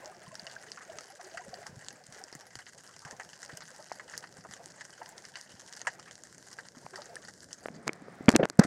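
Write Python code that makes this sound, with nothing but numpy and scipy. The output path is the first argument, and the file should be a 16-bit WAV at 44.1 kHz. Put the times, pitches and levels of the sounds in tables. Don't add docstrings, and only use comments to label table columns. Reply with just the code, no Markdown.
import sys
import numpy as np
from scipy import signal
from scipy.fft import rfft, irfft
from scipy.io import wavfile

SR = 44100
rng = np.random.default_rng(int(sys.argv[2]) if len(sys.argv) > 2 else 0)


def inscribe(sig):
    pcm = np.round(np.clip(np.atleast_2d(sig).T, -1, 1) * 32767)
    wavfile.write(sys.argv[1], SR, pcm.astype(np.int16))


N = 381906
HIT_SAMPLES = 4096
RISE_FROM_S, RISE_TO_S = 7.76, 7.95

# freq_hz, level_db
CASE_SPECTRUM = [(60, -45), (350, -14.5), (800, -2), (1150, -5.5), (1600, 4), (1920, 4), (2400, -17.5),
                 (2950, -13), (3600, -34.5), (6000, -38), (16000, -96)]


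def from_db(db):
    return 10 ** (np.asarray(db) / 20)


def rms_one(x):
    return x / np.sqrt(np.mean(x ** 2) + 1e-20)


def in_time(rows):
    time_s, *columns = np.transpose(rows)
    return [np.interp(np.arange(N) / SR, time_s, column) for column in columns]


def add(out, start_s, sound):
    i = int(np.clip(start_s * SR, 0, N - 1))
    out[i:i + len(sound)] += sound[:N - i]


def wander(count):
    return np.interp(np.linspace(0, count - 1, N), np.arange(count), rng.standard_normal(count))


def coloured(x, spectrum, vary_db=0):
    size = 2 * HIT_SAMPLES
    hz, db = np.transpose(spectrum)
    db = db + vary_db * rng.standard_normal(len(db))
    shape_db = np.interp(np.log(np.arange(size // 2 + 1) * SR / size + 1), np.log(hz), db)
    cepstrum = irfft(np.log(from_db(shape_db)))
    cepstrum[1:size // 2] *= 2
    cepstrum[size // 2 + 1:] = 0
    response = irfft(np.exp(rfft(cepstrum)))[:HIT_SAMPLES]
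    return rms_one(signal.oaconvolve(x, response)[:len(x)])


def noise(spectrum):
    return coloured(rng.standard_normal(N), spectrum)


def swelling(swell_s):
    age = np.arange(2 * HIT_SAMPLES) / SR / swell_s
    return age * np.exp(1 - age)


def briefer(level_db, halving_db, gentle_db=-40):
    return 2 ** ((gentle_db - level_db) / halving_db)


def scattered(clicks):
    smear = swelling(swell_s=0.00022)[:HIT_SAMPLES // 32]
    return signal.lfilter(smear * rng.standard_normal(len(smear)), 1, clicks)


def far_shrimp(per_s, spread_db, surge_db, paths=6):
    # freq_hz, level_db
    far_spectrum = [(530, -26), (900, -2), (1290, -5.5), (1590, 5), (1850, 0), (2000, -1.5), (2360, -15),
                    (3000, -7), (3590, -11), (4740, 1), (7060, 0.5), (8980, -5.5), (12400, -19.5),
                    (14500, -26), (16000, -72.5)]
    sizes = from_db(spread_db * np.minimum(rng.exponential(1, N), 4)) * rng.choice([-1, 1], N)
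    clicks = sizes * (rng.random(N) < per_s / SR)
    path = rng.integers(0, paths, N)
    crackle = sum(coloured(scattered(clicks * (path == k)), far_spectrum) for k in range(paths))
    hiss = from_db(-1) * noise(far_spectrum)
    return rms_one((rms_one(crackle) + hiss) * from_db(surge_db * wander(count=400)))


def pulse(rattle_db, rattle_t60_s, echo_db, echo_t60_s):
    t = np.arange(HIT_SAMPLES) / SR
    rattle = rng.standard_normal(HIT_SAMPLES) * from_db(-60 * t / rattle_t60_s)
    echoes = rng.standard_normal(HIT_SAMPLES) * rng.exponential(1, HIT_SAMPLES)
    echoes *= from_db(-60 * t / echo_t60_s)
    tail = from_db(rattle_db) * rms_one(rattle) + from_db(echo_db) * rms_one(echoes)
    return (t == 0) + tail / np.sqrt(HIT_SAMPLES)


def crack_colour(tilt_db_per_khz, peak_hz, hump_db=9, hump_octaves=0.28, beside_db=-3.5):
    # freq_hz, level_db
    crack_spectrum = [(300, -63), (2300, -21), (3000, -4), (3700, -6.5), (4700, 3.5), (5600, 0.5),
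                      (6500, 1.5), (7500, -0.5), (9000, -5), (11000, -16.5), (13000, -28), (16000, -41)]
    hz, db = np.transpose(crack_spectrum)
    hump = np.exp(-(np.log2(hz / peak_hz) / hump_octaves) ** 2)
    return np.transpose([hz, db + tilt_db_per_khz * hz / 1000 + beside_db + hump_db * hump])


def strike(push, crack_db, ring_db, crack_spectrum, ring_spectrum, vary_db):
    crack = from_db(crack_db) * coloured(push, crack_spectrum, vary_db)
    ring = from_db(ring_db) * coloured(push, ring_spectrum, vary_db)
    return np.sqrt(0.02 * SR / HIT_SAMPLES) * (crack + ring)


def colony(per_s, crack_db, ring_db, spread_db, max_boost_db, tilt_db_per_khz, count):
    out, voices = np.zeros(N), []
    for far in np.linspace(0, 1, count) ** 2:
        push = pulse(rattle_db=-7.5, rattle_t60_s=0.0045, echo_db=2 + 13 * far, echo_t60_s=0.075)
        colour = crack_colour(tilt_db_per_khz * rng.uniform(-0.85, 1), peak_hz=rng.uniform(5000, 8400))
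        snap = strike(push, crack_db - 5 * far, ring_db + 8 * far, colour, CASE_SPECTRUM, vary_db=5)
        voices.append(snap)
    candidates = rng.random((900, 4))
    for when, size, who, chance in candidates:
        if chance < per_s * N / SR / len(candidates):
            boost_db = min(-spread_db * np.log(size), max_boost_db)
            add(out, when * N / SR, from_db(boost_db) * voices[int(who * count)])
    return out


def flow(buffet_db):
    # freq_hz, level_db
    flow_spectrum = [(20, -40), (45, -24), (80, -8), (140, 0), (200, -2), (300, -7), (600, -7.5),
                     (1500, -58.5), (16000, -67)]
    return rms_one(noise(flow_spectrum) * from_db(buffet_db * wander(count=200)))


def bubble(pitch_hz, swell_s, glide):
    t = np.arange(HIT_SAMPLES) / SR
    rise = 1 + glide * np.tanh(t / swell_s / 10)
    return swelling(swell_s)[:HIT_SAMPLES] * np.sin(2 * np.pi * pitch_hz * t * rise)


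def gurgle(wash_db, surge_db):
    # freq_hz, level_db
    wash_spectrum = [(100, -17), (300, -9), (450, -0.5), (700, 6), (1100, -8), (1600, 1.5), (3000, -15),
                     (16000, -31)]
    blips = np.zeros(N)
    for when, draw_a, draw_b, loud, slow in rng.random((1100, 5)):
        pitch_hz = 290 * 4.8 ** ((draw_a + draw_b) / 2)
        blip = bubble(pitch_hz, swell_s=0.00077 + 0.0067 * slow, glide=0.01)
        add(blips, when * N / SR, from_db(10 * loud) * blip)
    wash = from_db(wash_db) * noise(wash_spectrum)
    return rms_one((rms_one(blips) + wash) * from_db(surge_db * wander(count=110)))


def swirls(gentle_swell_s, halving_db):
    # start_s, centre_hz, peak_rms_db, half_width_ratio
    rushes = [(.02, 597, -59.5, 0.58), (.772, 1450, -47, .45), (.805, 1500, -50, 0.28),
              (1.188, 990, -57, 0.38), (1.66, 1170, -49, 0.49), (2.74, 600, -57.5, 0.4),
              (2.88, 1260, -55, 0.25), (3.015, 1100, -54, 0.27), (3.06, 880, -51, 0.48),
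              (3.115, 640, -51.5, 0.46), (3.787, 690, -49.5, 0.75), (4.59, 716, -54.5, 0.35),
              (4.446, 656, -45.5, 1), (5.013, 730, -42.5, 0.37), (5.877, 1200, -36, 0.34),
              (6.069, 1600, -52.5, 0.48), (6.931, 1060, -49.5, 0.71), (6.975, 990, -48, 0.42),
              (8.2835, 1980, -13, 0.28), (8.29, 2880, -19, 0.42), (8.3485, 2540, -32, 0.58),
              (8.353, 1860, -21, 0.35), (8.3623, 2180, -21, 0.46), (8.395, 1680, -43, 0.37),
              (8.4296, 2070, -36, 0.56), (8.433, 2000, -28.5, 0.5), (8.447, 900, -30, 0.99),
              (8.606, 1140, -41, 0.4), (8.616, 1100, -33, 0.4)]
    out = np.zeros(N)
    for start_s, centre_hz, level_db, width in rushes:
        edges_hz = [centre_hz / (1 + width), centre_hz * (1 + width)]
        band = signal.butter(3, edges_hz, "band", fs=SR, output="sos")
        rush = rms_one(signal.sosfilt(band, rng.standard_normal(2 * HIT_SAMPLES)))
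        envelope = swelling(gentle_swell_s * briefer(level_db, halving_db))
        add(out, start_s, from_db(level_db) * envelope * rush)
    return out


def single_bubbles(gentle_swell_cycles, halving_db):
    # start_s, pitch_hz, peak_db
    blips = [(.035, 592, -50), (.07, 613, -45.5), (.095, 750, -44.5), (.12, 1200, -51), (.147, 695, -52),
             (.267, 1030, -47), (.311, 1040, -48), (.325, 636, -46.5), (.396, 4620, -30.5),
             (.467, 654, -47.5), (.472, 2840, -38), (.564, 1580, -34), (.894, 645, -38.5),
             (.945, 640, -50.5), (1.0, 496, -54), (1.1, 773, -46), (1.127, 575, -55), (1.195, 704, -44),
             (1.235, 368, -52), (1.342, 670, -39), (1.395, 725, -41.5), (1.412, 973, -47.5),
             (1.463, 545, -47), (1.523, 532, -50.5), (1.53, 718, -37.5), (1.58, 689, -49),
             (1.614, 695, -45), (2.21, 767, -45.5), (3.792, 618, -46.5), (4.596, 677, -47),
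             (5.8697, 1660, -22.5), (5.8714, 933, -29), (6.926, 377, -47), (6.985, 580, -41.5),
             (7.098, 687, -45), (7.166, 1740, -33.5), (7.8924, 2250, -22.5), (8.3945, 528, -18.5),
             (8.4035, 396, -21), (8.43, 720, -32)]
    out = np.zeros(N)
    for start_s, pitch_hz, peak_db in blips:
        swell_s = gentle_swell_cycles / pitch_hz * briefer(peak_db, halving_db)
        add(out, start_s, from_db(peak_db) * bubble(pitch_hz, swell_s, glide=0.02))
    return out


def near_shrimp():
    # start_s, crack_db, ring_db, tilt_db_per_khz, pitch_hz
    snaps = [(.0585, -51.5, -69, 1, 6700), (.3541, -49, -55, 0, 6300), (.4677, -49.5, -53.5, -1, 5460),
             (.4968, -58, -56.5, -6, 4600), (.5128, -56.5, -71, -2, 4800), (.7181, -45.5, -61, -0.7, 5100),
             (.9863, -47, -52.5, -1, 6250), (1.0082, -54, -57, 1.5, 5200), (1.2113, -55.5, -57, 0, 5500),
             (1.2462, -57, -63.5, 1, 6000), (1.3733, -51.5, -42, 0.5, 5400), (1.5417, -49, -57.5, -1, 4600),
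             (1.6669, -49, -54, .5, 6100), (1.8847, -44.5, -56.5, 0, 6800), (1.9054, -54.5, -57, -1, 5600),
             (2.067, -57, -74, 2, 7000), (2.125, -55, -59.5, 0, 6000), (2.1462, -56.5, -57, -1, 6000),
             (2.2389, -47.5, -63, 1, 5350), (2.327, -52.5, -56, 0, 5000), (2.3515, -51.5, -56.5, 3, 6900),
             (2.5547, -48.5, -54, .3, 7000), (2.589, -54, -50.5, 0.5, 5000), (2.666, -57, -56, -5, 4600),
             (2.782, -57.5, -74, 1.5, 7500), (2.9644, -55.5, -58.5, 1, 6500), (2.9928, -56.5, -72, 1, 5100),
             (3.05, -53.5, -48.5, 0.5, 5900), (3.1104, -51, -53.5, 0, 6060),
             (3.198, -54.5, -42.5, 1.5, 7000), (3.332, -54, -55, -2.5, 5660),
             (3.4296, -50, -50, -0.5, 7660), (3.4412, -60, -65, 1, 6300), (3.461, -55.5, -64, -1, 5000),
             (3.494, -64, -47, 2, 5000), (3.5727, -47.5, -59, 2, 5770), (3.606, -53.5, -53, -1.5, 5800),
             (3.6201, -54.5, -51, -6, 5000), (3.9222, -51, -54, 1, 5270), (3.997, -73, -46, 0, 6000),
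             (4.0974, -53.5, -57, 0, 6700), (4.1362, -58, -45.5, -3, 5000), (4.1528, -56, -59, 1, 6000),
             (4.1779, -41, -54.5, 2, 5600), (4.239, -58, -47, -1.5, 4700),
             (4.5111, -54.5, -56.5, 0.5, 5400), (4.525, -64, -66, 0, 6000), (4.5372, -49, -54, -0.8, 6900),
             (4.6589, -50.5, -64, 1.5, 8850), (4.8095, -51.5, -46.5, -.5, 5530),
             (4.8512, -53, -56.5, 0.5, 6200), (5.018, -78, -51.5, 0, 6000), (5.0598, -54.5, -59, 0, 4700),
             (5.091, -55, -60.5, 3.5, 7500), (5.1807, -51, -76, 0, 6660), (5.2527, -53, -58, -2, 6200),
             (5.356, -48, -47.5, -1.5, 4900), (5.3696, -57, -54.5, -0.5, 6500),
             (5.4125, -51, -66, 1.5, 5270), (5.7265, -51, -57.5, 0.5, 6940), (5.7358, -53, -70, -4, 6000),
             (5.7714, -52, -54, 0, 6300), (5.7942, -56, -73, .3, 6700), (5.8161, -45.5, -52, -0.2, 6550),
             (5.8706, -41.5, -31, -0.4, 7160), (5.9967, -54, -58.5, -.7, 6300),
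             (6.111, -53.5, -58, -1, 5900), (6.1547, -54.5, -65, 0, 5400), (6.2366, -51.5, -62, 1.5, 6200),
             (6.3812, -56, -61, 1.5, 7000), (6.5301, -52.5, -76, 0, 6200), (6.587, -57, -43, -1, 5000),
             (6.6863, -53.5, -62, -.4, 5800), (6.958, -47.5, -46.5, -0.3, 5030),
             (7.019, -50.5, -54, -1.2, 4600), (7.0573, -54.5, -58, 0.5, 6800),
             (7.1563, -48, -56.5, 0.5, 8900), (7.2497, -53.5, -56, -1, 4800), (7.284, -52, -48.5, 0, 4700),
             (7.4054, -56.5, -85, 0.5, 5150), (7.5301, -43.5, -62, -0.5, 6340)]
    out = np.zeros(N)
    for start_s, crack_db, ring_db, tilt_db_per_khz, pitch_hz in snaps:
        far = np.clip((ring_db - crack_db + 9) / 12, 0, 1)
        push = pulse(rattle_db=0.5 + 1.2 * far, rattle_t60_s=0.0022 + 0.037 * far ** 2,
                     echo_db=-7.5 + 16 * far, echo_t60_s=0.071)
        colour = crack_colour(tilt_db_per_khz, pitch_hz)
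        add(out, start_s, strike(push, crack_db, ring_db, colour, CASE_SPECTRUM, vary_db=2))
    return out


def glugs(faint_db, faint_hz, faint_count, gap_s, loss_db, spread_octaves, swell_cycles):
    # start_s, pitch_hz, peak_db
    loud = [(.277, 169, -45.5), (.426, 150, -47.5), (1.48, 156, -44), (1.693, 185, -47), (1.726, 149, -47),
            (1.768, 133, -42.5), (2.088, 153, -49), (2.356, 160, -49), (2.561, 130, -49.5),
            (3.052, 152, -45), (3.128, 170, -49), (3.534, 160, -44), (4.386, 148, -47), (4.49, 161, -47),
            (5.54, 150, -47), (6.769, 222, -43.5), (6.847, 153, -45.5), (7.703, 188, -40.5),
            (7.76, 180, -45)]
    faint = [(when * N / SR, faint_hz * 2 ** (height - 0.5), faint_db - 6 * size)
             for when, height, size in rng.random((faint_count, 3))]
    out = np.zeros(N)
    for start_s, pitch_hz, peak_db in loud + faint:
        for k, (late, detune) in enumerate(rng.uniform(-0.76, 1, (3, 2))):
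            pocket_hz = pitch_hz * 2 ** (spread_octaves * detune * (k + 0.5))
            pocket = bubble(pocket_hz, swell_cycles / pocket_hz, glide=0.084)
            add(out, start_s + gap_s * k * (1 + late / 2), from_db(peak_db - loss_db * k) * pocket)
    return out


def knocks(overtone_ratio, overtone_db, heave_ratio, heave_db):
    # start_s, pitch_hz, peak_db, swell_cycles
    hits = [(2.3268, 340, -43.5, 0.44), (2.352, 252, -42, .55), (2.555, 336, -43, 0.37),
            (3.051, 300, -52, .45), (3.126, 300, -46, .45), (3.529, 270, -42.5, 0.54),
            (3.9167, 770, -24.5, 0.76), (6.8644, 840, -30.5, 0.71), (7.6584, 635, -29.5, 0.62),
            (7.871, 357, -35, .67), (7.8783, 1090, -17, 0.56), (7.8921, 352, -26.5, 0.63),
            (8.02, 250, -42, 0.92), (8.082, 453, -36, 0.93), (8.207, 270, -30, 0.52),
            (8.2831, 238, -2, .62), (8.2919, 260, -9, 0.48), (8.321, 380, -26, 0.53),
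            (8.354, 280, -5.5, 0.66), (8.3629, 260, -17, 0.49), (8.43, 500, -9, 0.49),
            (8.447, 405, -23.5, 0.49), (8.505, 300, -40, 0.6), (8.5916, 191.5, 0, 0.74),
            (8.611, 250, -26, 0.56), (8.649, 230, -22.5, 0.56)]
    out, t = np.zeros(N), np.arange(2 * HIT_SAMPLES) / SR
    for start_s, pitch_hz, peak_db, swell_cycles in hits:
        swell_s = swell_cycles / pitch_hz
        phase = 2 * np.pi * pitch_hz * t
        thud = swelling(swell_s) ** 2 * np.sin(phase)
        slap = from_db(overtone_db) * swelling(swell_s / 2) ** 2 * np.sin(overtone_ratio * phase)
        heave = from_db(heave_db + peak_db / 4) * swelling(swell_s) ** 2 * np.sin(heave_ratio * phase)
        add(out, start_s, from_db(peak_db) * (thud + slap + heave))
    return out


def surface(lapping_top_hz, spatter_db):
    # time_s, slosh_db, spray_db
    lapping = [(7.55, -102, -94), (7.7, -54, -65), (7.85, -54.5, -59), (8.05, -56, -57.5),
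               (8.27, -52, -56.5), (8.48, -65, -64)]
    # start_s, slosh_db, wash_db, spray_db, swell_s
    waves = [(7.865, -40, -62, -45, 0.0083), (8.285, -15, -18, -23, 0.0036), (8.298, -50, -54, -43, 0.017),
             (8.337, -26, -35, -55, 0.004), (8.344, -23, -34, -65, 0.0083), (8.383, -29.5, -43, -76, 0.021),
             (8.428, -24, -32, -54, 0.0067), (8.52, -82, -78, -64, 0.0098),
             (8.589, -20, -22.5, -21, 0.0044), (8.601, -50, -30.5, -81, 0.015),
             (8.631, -36, -61, -35, 0.012)]
    # freq_hz, level_db
    slosh_spectrum = [(20, -45), (90, -16), (160, 8), (260, 2), (480, -2), (750, -5), (1400, -31),
                      (4000, -59), (16000, -103)]
    wash_spectrum = [(100, -22), (650, 1.5), (1050, -10), (1600, -2), (2200, -15), (3000, -31), (6000, -29),
                     (16000, -79)]
    spray_spectrum = [(100, -37), (650, -1), (1200, 3), (2000, 3.5), (2800, -13.5), (5200, -6.5),
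                      (9000, -11), (16000, -48)]
    lap_slosh, lap_spray = from_db(in_time(lapping))
    slosh, wash, spray = np.zeros((3, N))
    for start_s, slosh_db, wash_db, spray_db, swell_s in waves:
        for envelope, level_db in (slosh, slosh_db), (wash, wash_db), (spray, spray_db):
            add(envelope, start_s, from_db(level_db) * swelling(swell_s) ** 2)
    hiss = noise(spray_spectrum)
    dull_hiss = signal.sosfilt(signal.butter(1, lapping_top_hz, fs=SR, output="sos"), hiss)
    spatter = rms_one(hiss * from_db(spatter_db * wander(count=4000)))
    body = (lap_slosh + slosh) * noise(slosh_spectrum) + wash * noise(wash_spectrum)
    return body + lap_spray * dull_hiss + spray * spatter


def drops(droplet_db, spread_db, droplet_count):
    # start_s, crack_db, thud_db
    impacts = [(7.6584, -72, -40.5), (7.6852, -81, -43), (7.879, -37, -32.5), (7.893, -76, -40.5),
               (7.9323, -50.5, -79), (8.259, -58, -76), (8.283, -69, -28.5), (8.2915, -39, -22),
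               (8.2918, -28, -28), (8.3032, -43, -35), (8.317, -43.5, -48), (8.327, -51, -41),
               (8.3629, -24.5, -51), (8.4544, -46.5, -31.5), (8.4993, -40.5, -42), (8.593, -34.5, -34),
               (8.5964, -31, -29.5)]
    # freq_hz, level_db
    crack_spectrum = [(300, -23), (2000, 1.5), (3400, -11.5), (4500, 2), (7500, -1.5), (9500, -10),
                      (12000, -17.5), (16000, -40)]
    thud_spectrum = [(60, -17), (250, -2.5), (650, 2.5), (1050, -3), (1700, 1), (2500, -9.5), (3500, -19.5),
                     (6000, -36), (16000, -75)]
    out = np.zeros(N)
    for start_s, crack_db, thud_db in impacts:
        push = pulse(rattle_db=-10, rattle_t60_s=0.0069, echo_db=-20, echo_t60_s=0.0097)
        add(out, start_s, strike(push, crack_db, thud_db, crack_spectrum, thud_spectrum, vary_db=1))
    tick_spectrum = crack_colour(tilt_db_per_khz=2.7, peak_hz=8100)
    for when, size in rng.random((droplet_count, 2)):
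        level_db = droplet_db + spread_db * size ** 2
        push = pulse(rattle_db=-2, rattle_t60_s=0.005, echo_db=-19, echo_t60_s=0.012)
        tick = strike(push, level_db, level_db, tick_spectrum, CASE_SPECTRUM, vary_db=5)
        add(out, RISE_TO_S + when * (N / SR - RISE_TO_S), tick)
    return out


def rising(shrimp, low_hz, high_hz, surfaced_db):
    # time_s, gain_db
    band_curve = [(0, 8), (1.6, 3.5), (2.4, 5), (3.2, 1.5), (5.5, 4), (7.4, -3.5)]
    band_db, = in_time(band_curve)
    band = signal.sosfilt(signal.butter(1, [low_hz, high_hz], "band", fs=SR, output="sos"), shrimp)
    fade_db = np.interp(np.arange(N) / SR, [RISE_FROM_S, RISE_TO_S], [0, surfaced_db])
    return from_db(fade_db) * (shrimp + (from_db(band_db) - 1) * band)


def scene():
    # time_s, crackle_db, flow_db
    reef = [(0.0, -65, -70.5), (0.47, -61.5, -70), (0.72, -60.5, -69), (1.2, -61, -76), (1.63, -58.5, -65),
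            (2.0, -63, -70), (2.31, -62.5, -73), (2.67, -61, -70), (3.62, -58, -70.5), (4.36, -62, -66.5),
            (5.19, -59.5, -70), (5.65, -58.5, -70), (5.97, -64, -69), (6.35, -58, -69),
            (6.71, -61.5, -68.5), (7.39, -57.5, -65), (7.6, -64.5, -67.5)]
    # time_s, gurgle_db
    stirring = [(0.0, -56), (1.25, -57), (1.56, -53.5), (1.76, -63.5), (1.97, -64), (2.16, -61),
                (2.79, -73), (3.41, -58), (3.81, -62.5), (4.06, -59), (4.44, -65), (4.64, -64.5),
                (5.54, -63), (5.84, -66), (6.79, -66), (7.07, -55), (7.37, -73.5), (7.6, -64.5)]
    crackle_db, flow_db = in_time(reef)
    gurgle_db, = in_time(stirring)
    shrimp = from_db(crackle_db) * far_shrimp(per_s=1100, spread_db=11.5, surge_db=3)
    shrimp += colony(per_s=42, crack_db=-67, ring_db=-70.5, spread_db=5.5, max_boost_db=7,
                     tilt_db_per_khz=2.7, count=90)
    water = from_db(gurgle_db + 1.87) * gurgle(wash_db=0.5, surge_db=4)
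    water += from_db(flow_db + 4.5) * flow(buffet_db=1.5)
    water += glugs(faint_db=-54.5, faint_hz=193, faint_count=30, gap_s=0.00893, loss_db=9.5,
                   spread_octaves=0.69, swell_cycles=0.6)
    water += swirls(gentle_swell_s=0.0038, halving_db=8.5)
    water += single_bubbles(gentle_swell_cycles=3.34, halving_db=21.5)
    water += knocks(overtone_ratio=2.48, overtone_db=-9, heave_ratio=0.52, heave_db=-19.5)
    splashes = surface(lapping_top_hz=3400, spatter_db=8.5)
    splashes += drops(droplet_db=-80, spread_db=12.5, droplet_count=44)
    crackle = rising(shrimp + near_shrimp(), low_hz=2070, high_hz=3180, surfaced_db=-20)
    return (crackle + water + splashes)[None]


def record(dry):
    ceiling, stopband_hz = 0.96, 17000
    lowpass = signal.cheby2(14, 70, stopband_hz, fs=SR, output="sos")
    return signal.sosfilt(lowpass, ceiling * np.tanh(dry / ceiling))


dry = scene()
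out = record(dry)
inscribe(out)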